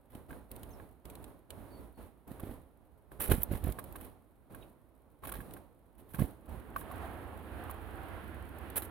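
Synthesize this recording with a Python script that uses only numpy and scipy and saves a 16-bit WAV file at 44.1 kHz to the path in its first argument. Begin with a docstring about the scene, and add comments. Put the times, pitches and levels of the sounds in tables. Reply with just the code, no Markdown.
"""A faint scrape and a dry snap over a low outdoor rush: small birds at a wooden seed tray, close by.
Beaks crack husks, feet knock the tray into ringing, claws drag on the rim, wingbeats push pulses of air.
The rush swells and sinks around their activity; faint chirps come from the winter trees.
Late on, a distant vehicle comes into earshot with rumble, road roar, tyre noise and engine hum."""
import sys
import numpy as np
from scipy import signal
from scipy.fft import rfft, irfft, next_fast_len
from scipy.io import wavfile
from scipy.ndimage import map_coordinates

SR = 44100
rng = np.random.default_rng(int(sys.argv[2]) if len(sys.argv) > 2 else 0)


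def file_out(sig):
    """Save sig as 16-bit WAV at sys.argv[1]."""
    # one column per channel
    cols = np.atleast_2d(sig).T
    # limit, then scale
    lim = np.clip(cols, -1, 1)
    pcm = np.round(lim * 32767).astype(np.int16)
    wavfile.write(sys.argv[1], SR, pcm)


N = 392490


def amp(db):
    """Decibels to gain."""
    return 10 ** (np.asarray(db) / 20)


def unit_rms(x):
    """Scale to rms 1."""
    return x / np.sqrt(np.mean(x ** 2) + 1e-20)


def along(points, hz):
    """Interpolate (frequency [Hz], value) points on a log axis."""
    knots_hz, values = np.transpose(points)
    return np.interp(np.log(hz + 1), np.log(knots_hz + 1), values)


def wobble(rate_hz, size=N):
    """Smooth random curve, rate_hz knots a second."""
    knots = rng.standard_normal(int(size * rate_hz / SR) + 4)
    return map_coordinates(knots, [np.arange(size) * rate_hz / SR])


def filtered(x, response):
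    """Zero-phase filter with gain response(hz)."""
    size = x.shape[-1]
    padded = next_fast_len(size + SR // 10)
    gain = response(np.fft.rfftfreq(padded, 1 / SR))
    return irfft(rfft(x, padded) * gain, padded)[..., :size]


def pan(left_minus_right_db):
    """Left and right gains, mean 1."""
    gains = amp(np.array([[.5], [-.5]]) * left_minus_right_db)
    return gains / gains.mean(axis=0)


def noise(spectrum, coherence, size=N):
    """Coloured stereo noise, rms 1; left-right coherence is a number or a table over frequency."""
    def response(hz):
        likeness = coherence if np.isscalar(coherence) else along(coherence, hz)
        angle = np.arccos(np.clip(likeness, 0, 1)) / 2
        return amp(along(spectrum, hz)) * np.array([np.cos(angle), np.sin(angle)]).reshape(2, -1)
    mid, side = filtered(rng.standard_normal((2, size)), response)
    return unit_rms(np.array([mid + side, mid - side]))


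def add(track, at_s, sound):
    """Mix a sound into the track."""
    part = track[:, max(round(at_s * SR), 0):][:, :sound.shape[-1]]
    part += sound[..., :part.shape[1]]


# Swells of the rush: (time [s], hold [s], level [dB])
RUSH_SWELLS = [(0.121, 0.069, -53), (0.281, 0.078, -49.5), (0.498, 0.34, -52), (1.041, 0.27, -52.5),
               (1.492, 0.35, -51.5), (1.967, 0.049, -51), (2.266, .29, -51.5), (3.107, 0.031, -53),
               (3.183, 0.89, -48.5), (4.494, 0.14, -53), (5.219, 0.35, -50), (5.972, 0.12, -60),
               (6.13, 0.17, -50), (6.476, 0.077, -50.5)]
def rush_gain(rise_s=0.014, sag_db_per_s=4, sink_db_per_s=111, calm_db=-65):
    """Each swell rises fast, sags a little, then sinks back to calm."""
    t = np.arange(N) / SR
    swells = []
    for at_s, hold_s, db in RUSH_SWELLS:
        rise = np.clip((t - at_s) / rise_s, 0, 1)
        sag_db = sag_db_per_s * np.maximum(t - at_s, 0)
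        sink_db = sink_db_per_s * np.maximum(t - at_s - hold_s, 0)
        swells.append(rise * amp(db - sag_db - sink_db))
    return np.hypot(np.max(swells, axis=0), amp(calm_db))


# Low rush and fine hiss: (frequency [Hz], density [dB])
RUSH_SPECTRUM = [(25, -21.5), (50, 5.5), (80, 0.5), (170, -7), (270, -4.5), (400, -9), (600, -11),
                 (1000, -16.5), (1500, -24), (2500, -34), (5000, -45.5), (9000, -52)]
HISS_SPECTRUM = [(1200, -16), (2000, -3), (4200, -5), (5300, -28), (6500, -17.5), (8000, -11), (9500, 1),
                 (11500, -0.5), (13300, -1), (14200, -5.5), (16000, -4)]
# Rush balance: (frequency [Hz], left minus right [dB])
RUSH_PAN = [(60, -8), (150, -3.5), (380, -5.5), (950, -3), (2380, -5.5), (5980, -1), (9500, -5.5),
            (15000, -8.5)]
# Background width: (frequency [Hz], left-right coherence [0..1])
OUTDOOR_COHERENCE = [(60, 0.29), (150, 0.093), (380, 0.78), (950, 0.73), (2380, 0.069), (5980, 0.36),
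                     (15000, 0.99)]
def outdoor_rush():
    """Low rush that swells and sinks; its hiss swings further than its bass."""
    gain = rush_gain()
    hiss_gain = gain.max() * (gain / gain.max()) ** 1.13
    bass = gain * amp(1.5 + 0.27 * wobble(30)) * noise(RUSH_SPECTRUM, OUTDOOR_COHERENCE)
    hiss = hiss_gain * amp(-15 + .6 * wobble(40)) * noise(HISS_SPECTRUM, OUTDOOR_COHERENCE)
    return filtered(bass + hiss, lambda hz: pan(along(RUSH_PAN, hz)))


# Road roar contour: (time [s], level [dB])
ROAR_LEVELS = [(6.4, -71.5), (6.53, -56.5), (6.72, -61), (6.86, -53), (7.03, -47.5), (7.13, -51.5),
               (7.42, -57), (7.62, -50), (7.78, -55.5), (8.14, -52.5), (8.5, -59.5), (8.66, -54.5),
               (8.9, -59.5)]
def vehicle_gains(arrival_s=6.224, rise_s=0.57, tyre_growth_db_per_s=2.37):
    """Rumble, roar and tyre gains: the tyres follow the roar closely, the rumble hardly."""
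    t = np.arange(N) / SR
    since_s = np.maximum(t - arrival_s, 0)
    fade_in = np.minimum(since_s / rise_s, 1)
    times_s, levels_db = np.transpose(ROAR_LEVELS)
    roar_db = np.interp(t, times_s, levels_db)
    swing_db = roar_db - np.median(levels_db)
    rumble = fade_in * amp(-53.5 + 0.17 * swing_db)
    roar = np.sqrt(fade_in) * amp(roar_db)
    tyres = np.sqrt(fade_in) * amp(-65.5 + 0.82 * swing_db + tyre_growth_db_per_s * since_s)
    return rumble, roar, tyres


# Vehicle noise bands: (frequency [Hz], density [dB])
RUMBLE_SPECTRUM = [(25, -20), (50, 5.5), (75, 4.5), (110, 0.5), (160, -4.5), (250, -1), (335, -2.5),
                   (450, -6.5), (650, -16), (1200, -57)]
ROAR_SPECTRUM = [(300, -17), (500, 7.5), (700, 11), (900, 9), (1100, 8.5), (1400, 4), (1900, -31),
                 (3000, -70)]
DRONE_SPECTRUM = [(450, -32), (680, 5.5), (760, 11), (860, -10), (1200, -37)]
TYRE_SPECTRUM = [(800, -55), (1300, 1), (1600, 3.5), (2200, -4.5), (3200, -10), (4500, -23), (6500, -39),
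                 (9000, -52)]
# Engine hum: (frequency [Hz], level [dB])
ENGINE_LINES = [(54, -68), (70, -50), (89, -52), (110, -68), (331, -59.5)]
# Vehicle balance: (frequency [Hz], left minus right [dB])
VEHICLE_PAN = [(60, -10), (150, -4.5), (380, -5.5), (950, -2.5), (2380, -10), (5980, -1), (11000, -7.5),
               (15000, -6)]
def vehicle():
    """Distant rumble, road roar and tyre noise over a slightly unsteady engine hum."""
    rumble, roar, tyres = vehicle_gains()
    drone = roar * (roar / roar.max()) ** 0.99  # stands out at the roar's peaks
    sound = rumble * amp(4.5 + 0.097 * wobble(26)) * noise(RUMBLE_SPECTRUM, OUTDOOR_COHERENCE)
    sound += roar * amp(1.5 + 2.1 * wobble(10)) * noise(ROAR_SPECTRUM, OUTDOOR_COHERENCE)
    sound += drone * amp(-2.5) * noise(DRONE_SPECTRUM, OUTDOOR_COHERENCE)
    sound += tyres * amp(3 + 0.22 * wobble(8)) * noise(TYRE_SPECTRUM, OUTDOOR_COHERENCE)
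    sound += np.sqrt(rumble * roar) * amp(-13 + wobble(54)) * noise(HISS_SPECTRUM, OUTDOOR_COHERENCE)
    engine_time_s = np.cumsum(1 + 0.00791 * wobble(7)) / SR
    hum = sum(amp(db + wobble(2.35)) * np.sin(2 * np.pi * hz * engine_time_s) for hz, db in ENGINE_LINES)
    sound += hum * tyres / np.percentile(tyres, 90)
    return filtered(sound, lambda hz: pan(along(VEHICLE_PAN, hz)))


# Whistled notes: (time [s], length [s], start pitch [Hz], end pitch [Hz], level [dB])
CHIRP_NOTES = [(.708, 0.011, 6400, 6230, -63), (.730, 0.017, 5580, 5140, -66),
               (1.692, .12, 4550, 4420, -73.5), (1.933, .11, 4410, 4400, -76.5),
               (4.608, 0.028, 3850, 3780, -67), (4.624, 0.011, 3840, 1990, -61.5)]
def tree_chirps(echo_t60_s=0.15):
    """Short falling whistles, blurred by echoes among the trunks."""
    out, t = np.zeros((2, N)), np.arange(SR // 4) / SR
    for at_s, length_s, start_hz, end_hz, db in CHIRP_NOTES:
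        progress = np.linspace(0, 1, int(length_s * SR))
        glide_hz = start_hz + (end_hz - start_hz) * progress
        pitch_hz = glide_hz * (1 + 0.011 * wobble(156, len(progress)))
        note = amp(db) * np.sin(np.pi * progress) * np.sin(2 * np.pi * np.cumsum(pitch_hz) / SR)
        trunks = rng.standard_normal((2, len(t))) * amp(-60 * t / echo_t60_s)
        echoes = signal.fftconvolve(note[None], trunks / np.linalg.norm(trunks[0]))
        add(out, at_s, amp(0.5) * note)
        add(out, at_s, amp(-2.5) * echoes)
    return out * pan(-7)


# Decay under the feeder roof: (frequency [Hz], t60 [s])
ROOF_DECAY = [(200, 0.12), (2000, 0.045), (12000, 0.0059)]
def roof_echo(x):
    """The small space between tray and roof rings briefly."""
    hz, t, bins = signal.stft(rng.standard_normal((2, SR // 5)), SR, nperseg=256)
    decay = amp(-60 * t / along(ROOF_DECAY, hz)[:, None])
    _, tail = signal.istft(bins * decay, SR, nperseg=256)
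    return signal.fftconvolve(x, tail / np.linalg.norm(tail[0]), axes=1)[:, :N]


# Seed shell, ticking or cracking: (frequency [Hz], density [dB])
SHELL_SPECTRUM = [(900, -32), (1900, -10.5), (2800, -7.5), (4200, -8.5), (5400, -19.5), (7000, -16),
                  (8800, -3), (10500, -1.5), (12500, 2), (16000, -4.5)]
def loose_husks(count=130, attack_s=.0006, t60_s=0.028):
    """Husks shift with tiny random ticks, scaled by the rush and the vehicle's rumble."""
    out, t = np.zeros((2, N)), np.arange(SR // 80) / SR
    rumble, _, _ = vehicle_gains()
    background = rush_gain() + 1.1 * rumble
    envelope = (1 - np.exp(-t / attack_s)) * amp(-60 * t / t60_s)
    for place, strength in rng.random((count, 2)):
        start = int(place * N)
        tick = noise(SHELL_SPECTRUM, 0.62, len(t)) * envelope
        add(out, start / SR, background[start] * amp(-8.5 + 4.9 * strength) * tick)
    return out * pan(1.5)


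# Wingbeat bursts: (centre time [s], fade each side [s], air push [dB], eddies [dB], feathers [dB])
FLUTTER_BURSTS = [(0.154, 0.0068, -53, -50.5, -66), (0.324, .018, -44, -63, -78),
                  (2.316, .005, -48, -49, -66), (2.435, 0.0095, -44, -42, -61),
                  (2.494, 0.043, -46, -48, -64.5), (3.316, 0.018, -17, -25, -38.5),
                  (3.384, 0.024, -30.5, -50, -53.5), (3.536, 0.025, -25, -36, -49.5),
                  (3.672, 0.031, -25, -39, -53.5), (5.39, 0.016, -37, -61, -63),
                  (5.417, 0.011, -40, -58, -64.5), (6.147, 0.013, -35, -62, -55),
                  (6.191, .008, -26, -51, -48), (6.205, 0.0091, -23, -44.5, -59),
                  (6.2204, 0.016, -19, -33.5, -50.5), (6.545, 0.06, -39, -56, -82)]
def wing_strokes(per_side=3, spacing_s=.02, jitter_s=.0025, centre_pulse_s=0.0063, outer_pulse_s=.014):
    """Nearly even down- and upstrokes, weaker and softer away from each burst's centre."""
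    strokes = []
    for centre_s, fade_s, push_db, eddy_db, _ in FLUTTER_BURSTS:
        for k, lateness in zip(range(-per_side, per_side + 1), rng.standard_normal(2 * per_side + 1)):
            falloff = (k * spacing_s / fade_s) ** 2
            at_s = centre_s + k * spacing_s + (jitter_s * lateness if k else 0)
            length_s = outer_pulse_s if k else centre_pulse_s
            strokes.append((at_s, length_s, push_db - 5.5 * falloff, eddy_db - 8 * falloff))
    return strokes


# Wing turbulence; mid-range body of feather, claw and foot contact: (frequency [Hz], density [dB])
EDDY_SPECTRUM = [(25, -20), (60, 7), (150, -2.5), (230, 2.5), (320, -0.5), (450, -7.5), (620, -8),
                 (1000, -23.5), (2000, -27.5), (5000, -48), (9000, -74)]
BODY_SPECTRUM = [(300, 3), (800, 3.5), (1100, 1.5), (1380, -1.5), (1650, 4), (2000, -2.5), (2700, -4),
                 (3800, -6), (5500, -20), (8000, -23.5), (12000, -27)]
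def wingbeats():
    """Each stroke is a suction pulse between two pushes of air, wrapped in eddies and feather flicks."""
    out, t = np.zeros((2, N)), np.arange(-SR // 10, SR // 10) / SR
    for at_s, length_s, push_db, eddy_db in wing_strokes():
        pulse_time = t / (0.36 * length_s)
        push = amp(push_db) * (2 * pulse_time ** 2 - 1) * np.exp(-pulse_time ** 2)
        swirl_gain = amp(eddy_db) * np.exp(-np.abs(t - .002) / (0.59 * length_s))
        eddies = amp(7) * noise(EDDY_SPECTRUM, 1.0, len(t))
        flicks = amp(-15 + 6.1 * np.tanh(wobble(400, len(t)))) * noise(BODY_SPECTRUM, 0.33, len(t))
        add(out, at_s + t[0], push * pan(-12.5) + swirl_gain * (eddies + flicks) * pan(-5.5))
    return out


# Wooden tray resonances: (frequency [Hz], level [dB], t60 [s])
TRAY_MODES = [(695, -1, 0.023), (1100, 4, 0.033), (1193, -4, 0.03), (1590, 5.5, 0.031), (1770, -16, 0.012),
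              (2090, -4, 0.0095), (2330, -15, 0.047), (2700, -29, 0.015), (3700, -10.5, 0.018)]
# Feet on the tray: (time [s], knock level [dB], ring centre [Hz], claw level [dB])
FOOTSTEPS = [(0.307, -40.5, 1580, -60), (0.3293, -41.5, 1590, -69), (.7996, -43.5, 1530, -105),
             (2.396, -46, 969, -52), (3.117, -46, 1600, -60), (3.316, -24, 1680, -30),
             (3.787, -32, 1330, -42.5), (3.9557, -39, 1400, -50), (4.5465, -42.5, 1450, -56.5),
             (5.236, -38.5, 1070, -50), (5.291, -39, 1630, -43.5), (5.3171, -40, 1060, -42),
             (5.338, -40, 1610, -43), (5.404, -39.5, 1740, -53), (5.567, -43, 1620, -58),
             (6.145, -38, 1610, -51), (6.19, -35, 1060, -46), (6.7619, -23.5, 1150, -44),
             (6.8145, -40, 1110, -72), (6.9124, -37.5, 1110, -54), (7.6964, -36, 1110, -54)]
def foot_knocks(attack_s=0.00023, scuff_t60_s=0.013):
    """A dry scuff rings the tray's modes; where the foot lands decides which ring most."""
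    out, t = np.zeros((2, N)), np.arange(SR // 10) / SR
    mode_hz, mode_db, t60_s = np.transpose(TRAY_MODES)[:, :, None]
    for at_s, db, centre_hz, _ in FOOTSTEPS:
        strength, detune, stereo_lag_rad = rng.standard_normal((3, len(TRAY_MODES), 1))
        phase = 2 * np.pi * mode_hz * (1 + .02 * detune) * t
        place_db = -14 * np.minimum(np.abs(np.log2(mode_hz / centre_hz)), .5)
        decay = amp(mode_db + place_db + 2.4 * strength - 60 * t / t60_s)
        envelope = decay * (1 - np.exp(-t / attack_s))
        modes = [envelope * np.sin(phase + side * stereo_lag_rad) for side in (.5, -.5)]
        ring = np.sum(modes, axis=1)
        scuff = noise(BODY_SPECTRUM, .4, len(t)) * amp(-26 - 60 * t / scuff_t60_s)
        add(out, at_s, amp(db) * (ring / np.abs(ring).max() + scuff))
    return out * pan(-5)


# Bright dry friction: (frequency [Hz], density [dB])
FRICTION_SPECTRUM = [(1500, -49), (4500, -24.5), (6500, -22.5), (8000, -14), (9500, -3), (11500, 1.5),
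                     (13500, -2), (16000, -8.5)]
def brush(length_s, t60_s, body_db=-4):
    """A run of tiny catches that starts fast, holds and dies away."""
    t = np.arange(SR // 4) / SR
    attack = np.minimum(t / (0.0024 + 0.033 * length_s), 1)
    release = amp(-60 * np.maximum(t - length_s, 0) / t60_s)
    catches = unit_rms(amp(3.6 * np.tanh(wobble(911, len(t))) + 3.3 * np.tanh(wobble(150, len(t)))))
    treble = noise(FRICTION_SPECTRUM, 0.5, len(t)) * pan(-7)
    body = amp(body_db) * noise(BODY_SPECTRUM, 0.16, len(t)) * pan(-3.5)
    return attack * release * catches * (treble + body)


# Claws over wood and husks: (time [s], length [s], level [dB], body [dB])
CLAW_DRAGS = [(0.098, 0.023, -68, -1), (2.004, 0.055, -72, 3), (3.199, .048, -36.5, -7),
              (3.413, .013, -45, -8), (4.001, 0.047, -59, -2), (5.248, 0.0098, -48.5, -2),
              (5.27, 0.0074, -42.5, -4), (5.35, 0.017, -53.5, 0), (5.98, 0.019, -63, -4.5),
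              (6.088, 0.053, -63.5, -6), (6.778, 0.028, -50.5, -8), (8.757, 0.006, -36.5, -5.5),
              (8.765, 0.015, -32, -8.5), (8.82, 0.0042, -38.5, -3.5), (8.833, .02, -50.5, -7.5)]
def claws_and_feathers():
    """Friction: claws drag, each step flicks them, feathers rustle through each flutter."""
    out = np.zeros((2, N))
    for at_s, length_s, db, body_db in CLAW_DRAGS:
        add(out, at_s, amp(db) * brush(length_s, t60_s=0.033 + 3.3 * length_s, body_db=body_db))
    for at_s, _, _, claw_db in FOOTSTEPS:
        add(out, at_s, amp(claw_db) * brush(length_s=0.0069, t60_s=0.037))
    for centre_s, fade_s, _, _, feather_db in FLUTTER_BURSTS:
        add(out, centre_s - fade_s, amp(feather_db) * brush(length_s=2 * fade_s, t60_s=.16))
    return out


# Beak on husk: (time [s], level [dB], body [dB])
HUSK_CRACKS = [(0.1505, -45.5, -2), (.5149, -35, -19), (0.562, -42.5, -7), (.632, -37.5, -7),
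               (1.054, -38.5, -3), (1.0995, -40.5, -4), (1.1533, -38.5, -6), (1.2415, -41.5, -1),
               (1.5046, -33, 7), (2.277, -48.5, -16), (2.3174, -49.5, -7), (3.4321, -10, -48.5),
               (3.64, -34.5, -10), (3.7223, -34.5, -11), (3.841, -35, -23), (3.925, -40.5, -22),
               (4.011, -38, -20), (4.0484, -41, -26), (5.509, -46, 4), (5.537, -36.5, -19),
               (7.638, -42, -24), (7.71, -33.5, -30), (8.5853, -41, -23), (8.7011, -35.5, -18)]
def beak_snaps(attack_s=.0002, t60_s=.023):
    """A husk cracks in milliseconds; the less body, the thinner and higher the tick."""
    out, t = np.zeros((2, N)), np.arange(SR // 20) / SR
    envelope = (1 - np.exp(-t / attack_s)) * amp(-60 * t / t60_s)
    body_share = [(3000, 0.68), (8000, 0.59), (13000, 0.016)]  # (frequency [Hz], share [dB/dB])
    for at_s, db, body_db in HUSK_CRACKS:
        shell = noise(SHELL_SPECTRUM, 0.15, len(t))
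        crack = envelope * filtered(shell, lambda hz: amp((body_db + 14.5) * along(body_share, hz)))
        add(out, at_s, amp(db + 1.5) * crack / np.abs(crack).max() * pan(-5.5))
    return out


def scene():
    """Birds at the tray over the outdoor background; only the contacts ring under the roof."""
    contacts = beak_snaps() + foot_knocks() + claws_and_feathers() + loose_husks()
    feeder = contacts + amp(-11) * roof_echo(contacts) + wingbeats()
    return feeder + tree_chirps() + outdoor_rush() + vehicle()


def record(dry):
    """Steep low-pass at the recorder's band limit."""
    cutoff_hz = 16000
    return filtered(dry, lambda hz: 1 / (1 + (hz / cutoff_hz) ** 120))


dry = scene()
out = record(dry)
file_out(out)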